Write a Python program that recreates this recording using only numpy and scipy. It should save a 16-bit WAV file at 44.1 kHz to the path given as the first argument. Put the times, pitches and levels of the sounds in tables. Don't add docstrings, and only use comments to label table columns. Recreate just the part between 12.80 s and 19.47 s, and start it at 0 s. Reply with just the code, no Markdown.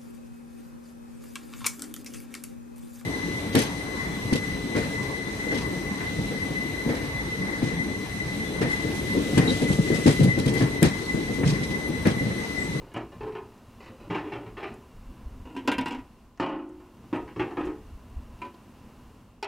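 import sys
import numpy as np
from scipy import signal
from scipy.fft import rfft, irfft
from scipy.io import wavfile
from scipy.ndimage import uniform_filter1d

SR = 44100
rng = np.random.default_rng(int(sys.argv[2]) if len(sys.argv) > 2 else 0)


def gain_from_db(level_db):
    decades = np.asarray(level_db, float) / 20
    return 10 ** decades


def master(y):
    cut = np.clip(np.atleast_2d(y).T, -1, 1)
    pcm = np.round(cut * 32767)
    wavfile.write(sys.argv[1], SR, pcm.astype(np.int16))


N = 294235

# clang lift [dB], tick of a firm knock [dB], tick per ring [dB per dB].
ROD_TOUCH = (0.35, -58, 0.62)
# frequency [Hz], t60 [s].
EMPTY_T60 = [(110, 0.6), (400, 0.42), (1000, 0.43), (2500, 0.073), (6000, 0.42), (12000, 0.022)]
# frequency [Hz], t60 [s].
PAN_T60 = [(110, 0.15), (300, 0.12), (1000, 0.17), (2500, 0.097), (6000, 0.058), (12000, 0.04)]
# frequency [Hz], level [dB per Hz].
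TIN_SHEET = [(53, -41), (90, 7.5), (169, -6.5), (201, -19), (303, 2), (620, -16), (876, -6.5), (1680, -19),
             (2890, -21.5), (3590, -35), (16000, -68)]
# frequency [Hz], level [dB per Hz].
PAN_SHEET = [(53, -48), (90, -33), (290, -6.5), (676, -19), (956, -11), (1190, -24), (1750, -10.5),
             (2890, -5), (3830, -26), (10100, -34.5), (16000, -46)]
BAND_EDGES_HZ = [140, 600, 1500, 3600, 16000]
FIRM_RING_DB = -40


def first_knock(weak):
    blows = [
        (.016, -45, -63.5, 0.09),
        (.116, -61.5, -58, 0.024),
        (.143, -40, -45, 0.032),
        (.162, -31, -41, 0.03),
        (.205, -43, -54, .015),
        (.32, -49.5, -57, 0.046),
    ]
    strong = [(635.2, -43.5), (845.2, -51), (995.9, -48), (1238, -75), (1685, -77), (2207, -59),
              (2853, -51), (3031, -61), (250, -50), (305, -59.0), (350, -45.0), (400, -45.5), (560, -52.0),
              (690, -46)]
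    stove = body(strong, PAN_T60, weak, TIN_SHEET, crowd_db=0.0)
    return knocks(blows, ROD_TOUCH, stove, 3.4, bounce_db=-13.5, deep_db=-4.0)


def first_rod(weak):
    blows = [
        (.407, -35.5, -49.5, 0.037),
        (.43, -32.5, -53, 0.019),
        (.465, -38.5, -56, 0.028),
        (.477, -37, -58, 0.01),
        (.52, -48, -55.5, 0.045),
        (.551, -36.5, -47, 0.032),
        (.78, -61, -68, .0086),
    ]
    strong = [(305, -63), (371, -49.5), (398, -51.0), (430, -44), (511, -60), (845.2, -54.5), (920.5, -54),
              (1001, -60), (1244, -62), (1427, -69), (1814, -71), (2223, -65), (2536, -72), (2649, -61)]
    stove = body(strong, EMPTY_T60, weak, TIN_SHEET, crowd_db=-3.0)
    return knocks(blows, ROD_TOUCH, stove, 2.4, bounce_db=-15.0, deep_db=-13.0, contact_s=0.00098)


def scrape(weak):
    blows = [
        (1.003, -50, -53.5, 0.053),
        (1.025, -51, -53, 0.048),
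        (1.07, -54, -54, 0.022),
        (1.10, -52.5, -73, 0.17),
        (1.2, -46.5, -60, 0.3),
    ]
    touch = (-2, -57.5, 0.53)
    strong = [(522, -66), (1007, -61), (1114, -61), (1976, -54), (2080, -60), (2250, -58), (2420, -53),
              (2520, -50), (2665, -51), (2950, -56)]
    rim = body(strong, EMPTY_T60, weak, TIN_SHEET, crowd_db=4.0)
    return knocks(blows, touch, rim, 2.8, bounce_db=-10.0, deep_db=-3.0)


def second_rod(weak):
    blows = [(1.3, -30, -40.5, .12), (1.344, -31, -37, 0.031), (1.379, -46, -43, 0.015),
             (1.519, -34, -41.5, 0.039), (1.557, -42.5, -52, 0.024), (1.768, -38.5, -45, 0.05),
             (1.828, -36, -39.5, 0.035), (1.869, -48, -50.5, 0.044), (1.439, -37.5, -79, 0.071),
             (1.609, -40.5, -71, 0.038), (1.659, -43.5, -55.5, 0.035), (1.909, -50, -67, 0.012),
             (1.945, -51, -73, .0057)]
    strong = [(285, -54.0), (371, -44.5), (398, -44.5), (432, -44.5), (512, -55.0), (760.0, -53),
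              (860, -50.5), (980, -52.5), (576, -50), (300, -50), (335, -51.5), (1206, -48.0), (1620, -72),
              (1680, -78), (1787, -57), (1870, -71), (1943, -66), (2304, -50.5), (2330, -67), (2430, -68),
              (2530, -79), (2770, -52.0), (3010, -63), (3165, -77)]
    stove = body(strong, EMPTY_T60, weak, TIN_SHEET, crowd_db=6.0)
    return knocks(blows, ROD_TOUCH, stove, 2.4, bounce_db=-14.5, deep_db=-10.5, contact_s=0.0026)


def lift(weak):
    blows = [(2.655, -42, -56, 0.056), (2.764, -31, -43, 0.025), (2.875, -21.5, -28.5, 0.01),
             (2.916, -30, -30, 0.015), (2.982, -25.5, -32, 0.0051), (3.009, -30, -39, 0.014),
             (3.058, -30, -36, 0.02), (3.079, -40, -42, 0.012), (3.107, -33.5, -40.5, 0.024),
             (3.147, -35.5, -45, 0.023), (3.122, -42, -46.5, .012), (2.889, -31, -48, .005),
             (2.69, -44, -69, .04), (3.189, -42, -55.5, 0.015), (2.75, -42, -57, 0.0091),
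             (2.85, -40, -61, 0.0078)]
    touch = (0.28, -51.0, 1.2)
    strong = [(228, -52), (262, -39.0), (290, -45), (355, -49.0), (474, -51.5), (860, -47.5), (933, -43),
              (976, -39.0), (1410, -52), (1443, -70), (1572, -38.5), (1915, -39.5), (2089, -41.5),
              (2299, -50), (2492, -46), (2740, -36.5), (2799, -43), (2960, -43), (3079, -48), (3144, -64),
              (3316, -46.0), (3520, -46.0), (4323, -66), (4680, -58.5), (5076, -63), (5975, -64),
              (6708, -84), (5700, -70)]
    pot = body(strong, PAN_T60, weak, PAN_SHEET, crowd_db=-5.0)
    return knocks(blows, touch, pot, 2.65, bounce_db=-14.5, deep_db=0.5)


def set_down(weak):
    blows = [
        (3.598, -26, -34.5, 0.031),
        (3.625, -30, -39, 0.072),
        (3.575, -63, -62, .0048),
        (3.69, -34, -47.5, 0.054),
        (3.725, -35, -51.5, 0.035),
        (3.79, -42, -58, .04),
        (3.895, -44.5, -70, .004),
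        (4.0, -51, -67.5, 0.052),
    ]
    touch = (1.4, -57.5, 1.5)
    strong = [(230, -50.5), (282, -41), (309, -36.5), (334, -39), (360, -38.5), (395, -45.0), (438, -49),
              (542, -40.5), (683.7, -47.5), (770, -56), (880, -47.5), (1453, -54.5), (974.0, -53.5),
              (1082, -50), (1770, -59), (2089, -69), (2546, -75), (2611, -75), (2880, -49.0), (2998, -53)]
    # frequency [Hz], t60 [s].
    t60 = [(110, 0.34), (300, 0.93), (500, 0.28), (1000, 0.69), (2500, 0.17), (6000, 0.18), (12000, .05)]
    stove = body(strong, t60, weak, TIN_SHEET, crowd_db=1.5)
    return knocks(blows, touch, stove, 1.2, bounce_db=-14.0, deep_db=-12.0)


def rocking(weak):
    blows = [(4.232, -52, -77, .025), (4.328, -22.5, -42, 0.041), (4.359, -33.5, -42, 0.024),
             (4.399, -36, -58, 0.027), (4.476, -44, -52, .03), (4.561, -34.5, -49.5, 0.11),
             (4.595, -24, -34.5, 0.035), (4.641, -31.5, -51.5, 0.12), (4.77, -25, -40, 0.04),
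             (4.808, -28.5, -49, 0.041), (4.869, -33, -51, 0.022), (4.9, -37, -58, .04),
             (4.835, -32, -52, .02)]
    touch = (-2.1, -59, 0.62)
    strong = [(262, -44.5), (287, -38), (312, -31.5), (340, -42.5), (362, -32.5), (400, -46.0), (432, -41),
              (470, -58), (506.0, -47.5), (834.4, -42.5), (1157, -45.5), (1249, -43.5), (1480, -56),
              (1626, -53), (1782, -59), (1863, -48.0), (2218, -56), (2277, -77), (2358, -81), (2659, -50),
              (3079, -71)]
    # frequency [Hz], t60 [s].
    t60 = [(200, 0.5), (265, 0.5), (312, .28), (362, 0.3), (432, .45), (500, 0.5), (1000, 0.36),
           (2500, 0.23), (4000, .15)]
    stove = body(strong, t60, weak, TIN_SHEET, crowd_db=0.0)
    return knocks(blows, touch, stove, 3.6, bounce_db=-15.0, deep_db=-15.5)


def lid_off(weak):
    blows = [
        (5.617, -41, -40.5, 0.02),
        (5.649, -42, -53, 0.03),
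        (5.741, -50, -72, 0.024),
        (5.877, -54, -88, .018),
        (5.588, -62, -67, 0.03),
        (6.09, -64, -74, .0089),
    ]
    touch = (5, -58, 0.41)
    strong = [(269.2, -56), (355.3, -55), (562, -62.5), (880, -52), (994, -49), (1249, -60), (1314, -55),
              (702, -56), (1540, -54), (1906, -68), (2218, -50), (2410, -45.5), (2692, -50), (2810, -72),
              (3101, -82), (3488, -80), (4420, -76)]
    lid = body(strong, PAN_T60, weak, PAN_SHEET, crowd_db=-9.5)
    return knocks(blows, touch, lid, 1.7, bounce_db=-17.5, deep_db=1.0)


def lid_back(weak):
    blows = [
        (6.6265, -35.5, -38, 0.0097),
        (6.643, -40, -41.5, 0.0087),
    ]
    touch = (5, -44.0, 1.6)
    strong = [(410, -28), (800, -39.5), (880, -37), (1300, -48.5), (2100, -49), (2450, -29), (2800, -40),
              (3350, -34), (4120, -46), (4700, -43.5), (5180, -47), (5500, -44), (6020, -54), (7300, -66)]
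    pot = body(strong, PAN_T60, weak, PAN_SHEET, crowd_db=-6.0)
    return knocks(blows, touch, pot, 1.2, bounce_db=-17.0, deep_db=-8.0)


def knocks(table, touch, metal, spot_db, bounce_db, deep_db,
           bounce_spread_db=2.5, bounce_rate=1000., contact_s=0.00056):
    out = np.zeros(N + 2 * SR)
    strong, weak = metal
    clang_db, tick_db, tick_slope = touch
    for s, boom_db, ring_db, chatter_s in table:
        clang_level = (boom_db + ring_db) / 2 + clang_db
        tick_level = tick_db + tick_slope * (ring_db - FIRM_RING_DB)
        levels_db = np.array([boom_db, clang_level, ring_db, tick_level])

        chance = rng.random((400, 3))
        when = np.cumsum(-np.log(chance[:, 0])) / bounce_rate
        size = gain_from_db(bounce_db - bounce_spread_db * np.log(chance[:, 1]))
        size = size * np.exp(-when / max(chatter_s, .002))
        blow, patter = np.zeros((2, SR // 3))
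        blow[0] = 1
        at = np.minimum(when * SR, SR // 3 - 1).astype(int)
        np.add.at(patter, at, size * np.sign(chance[:, 2] - .5))

        parts = ring(strong, spot_db, blow + gain_from_db(deep_db) * patter, s)
        parts = parts + ring(weak, spot_db, blow + patter, s)
        parts = parts * (1 - np.exp(-np.arange(parts.shape[1]) / SR / contact_s))
        loudest = np.sqrt(uniform_filter1d(parts[:, :SR // 8] ** 2, SR // 100).max(axis=1))
        sound = (gain_from_db(levels_db) / loudest) @ parts
        start = int(s * SR)
        out[start:start + len(sound)] += sound
    return out[:N]


def ring(modes, spot_db, blow, s):
    hz, gain, sines = modes
    share = gain * spot_gain(s, hz) * gain_from_db(spot_db * rng.standard_normal(len(hz)))
    share = share * rng.choice([-1, 1], len(hz))
    band = np.digitize(hz, BAND_EDGES_HZ) - 1
    band_share = (band == np.arange(4)[:, None]) * share
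    parts = band_share.astype(np.float32) @ sines
    return signal.fftconvolve(parts, blow[None] / np.sqrt(np.sum(blow ** 2)), axes=1)


def spot_gain(s, hz):
    # from [s], boom tone [Hz], clang tone [Hz].
    spots = [(0, 435, 1000), (.136, 350, 947), (.2, 427, 860), (.3, 280, 1000), (.4, 420, 826),
             (.455, 430, 860), (.54, 382, 1000), (.99, 520, 2010), (1.29, 300, 980), (1.335, 370, 863),
             (1.37, 400, 870), (1.51, 335, 760), (1.55, 293, 880), (1.65, 419, 1010), (1.76, 410, 860),
             (1.82, 383, 760), (1.86, 397, 860), (2.64, 292, 2700), (2.76, 350, 976), (2.865, 290, 2960),
             (2.91, 350, 2300), (2.97, 255, 2492), (3.05, 281, 2780), (3.1, 280, 860), (3.14, 260, 1910),
             (3.59, 300, 880), (3.62, 310, 2900), (3.72, 360, 1050), (4.32, 304, 942), (4.35, 430, 1040),
             (4.39, 269, 945), (4.585, 358, 827), (4.63, 335, 834), (4.76, 308, 1190), (4.8, 362, 813),
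             (4.86, 291, 915), (4.89, 430, 915), (5.6, 300, 1000), (5.64, 350, 990), (5.73, 240, 990),
             (6.6, 407, 848)]
    current = max(sum(row[0] <= s for row in spots) - 1, 0)
    _, boom_hz, clang_hz = spots[current]
    width = .07
    near_boom = np.exp(-(np.log(hz / boom_hz) / width) ** 2)
    near_clang = np.exp(-(np.log(hz / clang_hz) / width) ** 2)
    return gain_from_db(5.5 * near_boom + 5 * near_clang)


def body(strong, t60, weak, sheet, crowd_db):
    hz, db = np.transpose(strong)
    strong_modes = hz, gain_from_db(db - db.max()), fading_sines(hz, curve(t60, hz))
    weak_hz, spacing_db, weak_sines = weak
    bass_gap_db = -8 * (weak_hz < BAND_EDGES_HZ[1])
    crowd_gain = gain_from_db(curve(sheet, weak_hz) + spacing_db + crowd_db + bass_gap_db)
    return strong_modes, (weak_hz, crowd_gain, weak_sines)


def crowd(count=900):
    # frequency [Hz], t60 [s].
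    t60 = [(110, 0.3), (400, 0.25), (1000, 0.18), (2500, 0.15), (6000, 0.05), (12000, 0.02)]
    chance = rng.random((count, 2))
    hz = 100 + 15800 * chance[:, 0] ** 2
    spacing_db = 10 * np.log10(chance[:, 0] + .05)
    return hz, spacing_db, fading_sines(hz, curve(t60, hz) * (.5 + chance[:, 1]))


def fading_sines(hz, ring_s):
    t = (np.arange(int(.5 * SR)) / SR).astype(np.float32)
    decay = np.log(1000) / np.clip(ring_s, .01, 1.5)
    fade = np.exp(-t * decay[:, None].astype(np.float32))
    return fade * np.sin(t * (2 * np.pi * hz)[:, None].astype(np.float32))


def curve(points, hz):
    at, value = np.transpose(points)
    return np.interp(np.log(np.maximum(hz, 1)), np.log(at), value)


def thuds():
    # start [s], lower mode [dB], upper mode [dB].
    bumps = [(0.151, -33, -36), (0.351, -43, -42.5), (0.418, -38, -47), (0.517, -40, -45),
             (1.298, -29.5, -25.5), (1.348, -36, -34), (1.531, -36.5, -45), (1.659, -37, -44),
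             (2.875, -41.5, -35.5), (2.98, -42, -36.5), (3.599, -36, -31.5), (3.648, -45, -34),
             (4.325, -37, -48), (4.562, -35, -35.5), (4.596, -34, -35), (4.769, -45, -46)]
    wall_hz = [116.5, 173.7]
    out = np.zeros(N + SR)
    for s, low_db, high_db in bumps:
        t60 = 0.38 + .008 * (FIRM_RING_DB - max(low_db, high_db))
        hz = np.array(wall_hz) * (1 + 0.027 * rng.standard_normal(2))
        sines = fading_sines(hz, np.array([t60, 0.71 * t60]))
        rise = 1 - np.exp(-np.arange(sines.shape[1]) / SR / 0.0037)
        start = int(s * SR)
        out[start:start + len(rise)] += rise * (gain_from_db(np.array([low_db, high_db])) @ sines)
    return out[:N]


def ticks():
    # start [s], peak [dB], fade [s], centre [Hz].
    spits = [(.137, -52, .005, 8000), (.165, -53, 0.011, 5960), (.776, -58, .003, 7000),
             (1.02, -62, .03, 5000), (1.303, -51, .012, 4800), (1.35, -56, .02, 5500),
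             (1.39, -60, .003, 9000), (1.939, -51, .004, 8000), (2.75, -57, .003, 8000),
             (2.917, -41, 0.011, 9000), (2.981, -47, .008, 9500), (2.875, -49, .004, 11000),
             (3.01, -52, .006, 8000), (3.078, -49, 0.0092, 9500), (3.12, -53, .008, 6500),
             (3.559, -59, .003, 4800), (3.574, -55, 0.0046, 5500), (3.6, -51, 0.011, 5900),
             (3.66, -61, 0.023, 5270), (3.787, -65, .002, 8500), (3.89, -59.5, .005, 7500),
             (4.35, -60, 0.014, 8500), (4.57, -62, .012, 5800), (4.598, -54, .015, 5170),
             (4.795, -61, .006, 7000), (4.845, -56, .02, 6500), (4.85, -62, .015, 9200),
             (5.067, -57, .002, 7000), (5.3, -61, .002, 7000), (5.742, -54, .005, 3800),
             (6.212, -58, .002, 7000)]
    rise_share, width, grain_db = 0.38, 0.55, 5
    out = np.zeros(N)
    t = np.arange(SR // 8) / SR
    for s, db, fade_s, hz in spits:
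        grit = rng.standard_normal(len(t))
        grains = np.repeat(rng.standard_normal(len(t) // 32 + 1), 32)[:len(t)]
        grit = grit * gain_from_db(grain_db * grains)
        band = [hz / (1 + width / 2), hz * (1 + width / 2)]
        grit = signal.sosfilt(signal.butter(2, band, "bandpass", fs=SR, output="sos"), grit)
        fade = (1 - np.exp(-t / (rise_share * fade_s))) * np.exp(-t / fade_s)
        start = int(s * SR)
        out[start:start + len(t)] += gain_from_db(db) * fade * grit / grit.std()
    return out


def wind():
    # frequency [Hz], level [dB].
    colour = [(8.8, -25.5), (15, 3), (43, 5.5), (63, 9), (109, -9.5), (156, -19), (236, -11), (300, -23),
              (390, -51), (660, -120)]
    return noise(colour, 9.7, 85) * gusts() * gain_from_db(1.5 * walk(25))


def gusts():
    # time [s], peak [dB].
    puffs = [(0.0, -46.5), (.24, -52), (.43, -47), (1.24, -50), (1.72, -49), (1.95, -47.5), (2.17, -43),
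             (2.28, -41), (2.46, -38), (2.59, -37.5), (2.98, -46), (3.2, -47), (4.43, -48), (4.6, -49),
             (4.87, -42.5), (5.01, -43.5), (5.12, -37), (5.37, -35), (5.5, -41), (6.05, -52), (6.3, -52)]
    breeze_db, rise_db_per_s, fall_db_per_s = -59.0, 220., 158
    t = np.arange(N) / SR
    s, db = np.transpose(puffs)[:, :, None]
    fade_db = np.where(t < s, rise_db_per_s * (t - s), fall_db_per_s * (s - t))
    return np.sqrt(gain_from_db(breeze_db) ** 2 + np.sum(gain_from_db(db + fade_db) ** 2, axis=0))


def far_hush():
    # frequency [Hz], level [dB].
    colour = [(35, -38), (60, -20.5), (108, -8.5), (156, -17.5), (238, -11), (274, -19.5), (389, -21),
              (527, -24.5), (1010, -27), (1140, -27.5), (1660, -34.5), (2710, -39), (3670, -41.5),
              (14600, -50.5), (16000, -51)]
    # frequency [Hz], width [Hz], lift [dB].
    peaks = [
        (264, 48, 4),
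        (1011, 58, 7),
        (2780, 190, 7),
    ]
    # centre [s], depth [dB], width [s].
    dips = [
        (3.7, -9.5, 0.31),
        (6.75, -9.5, 0.29),
    ]
    t = np.arange(N) / SR
    hush = noise(colour, 5000, 15000)
    for hz, width, db in peaks:
        hush = hush + (gain_from_db(db) - 1) * signal.lfilter(*signal.iirpeak(hz, hz / width, SR), hush)
    low = signal.sosfiltfilt(signal.butter(1, 500, fs=SR, output="sos"), hush)
    hush = (hush - low) * gain_from_db(1.3 * walk(13)) + low * gain_from_db(4.7 * walk(23))
    dip_db = sum(db * np.exp(-((t - s) / width) ** 2) for s, db, width in dips)
    return hush * gain_from_db(-71.0 + dip_db)


def microphone_hiss():
    # frequency [Hz], level [dB].
    colour = [(12, -39), (20, -3), (65, 3.5), (116, 0.5), (328, -12), (624, -8), (2670, -18.5), (6720, -20),
              (13500, -24.5), (16000, -39)]
    return noise(colour, 20, 16000) * gain_from_db(-71.5 + 7.4 * walk(3.17))


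def noise(points, lo_hz, hi_hz):
    hz = np.arange(N // 2 + 1) * SR / N
    spectrum = rfft(rng.standard_normal(N)) * gain_from_db(curve(points, hz))
    inside = (hz > lo_hz) & (hz < hi_hz)
    return irfft(spectrum, N) * N / np.sqrt(2 * np.sum(np.abs(spectrum[inside]) ** 2))


def walk(rate):
    k = int(SR / rate)
    held = np.repeat(rng.standard_normal(N // k + 1), k)
    return 0.43 * uniform_filter1d(uniform_filter1d(held, k), k)[:N]


def scene():
    weak = crowd()
    metal = first_knock(weak) + first_rod(weak) + scrape(weak) + second_rod(weak)
    metal += lift(weak) + set_down(weak) + rocking(weak)
    metal += lid_off(weak) + lid_back(weak)
    metal = signal.sosfilt(signal.butter(3, 150, "highpass", fs=SR, output="sos"), metal)
    middle = metal + thuds() + ticks() + wind() + far_hush()
    hiss = microphone_hiss()
    return np.array([middle + hiss, middle - hiss])


def roll_off(x):
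    return signal.sosfilt(signal.butter(12, 16380, fs=SR, output="sos"), x)


def record(dry):
    top_cut = signal.ellip(10, .2, 60, 15760, fs=SR, output="sos")
    return roll_off(signal.sosfilt(top_cut, dry))


dry = scene()
out = record(dry)
master(out)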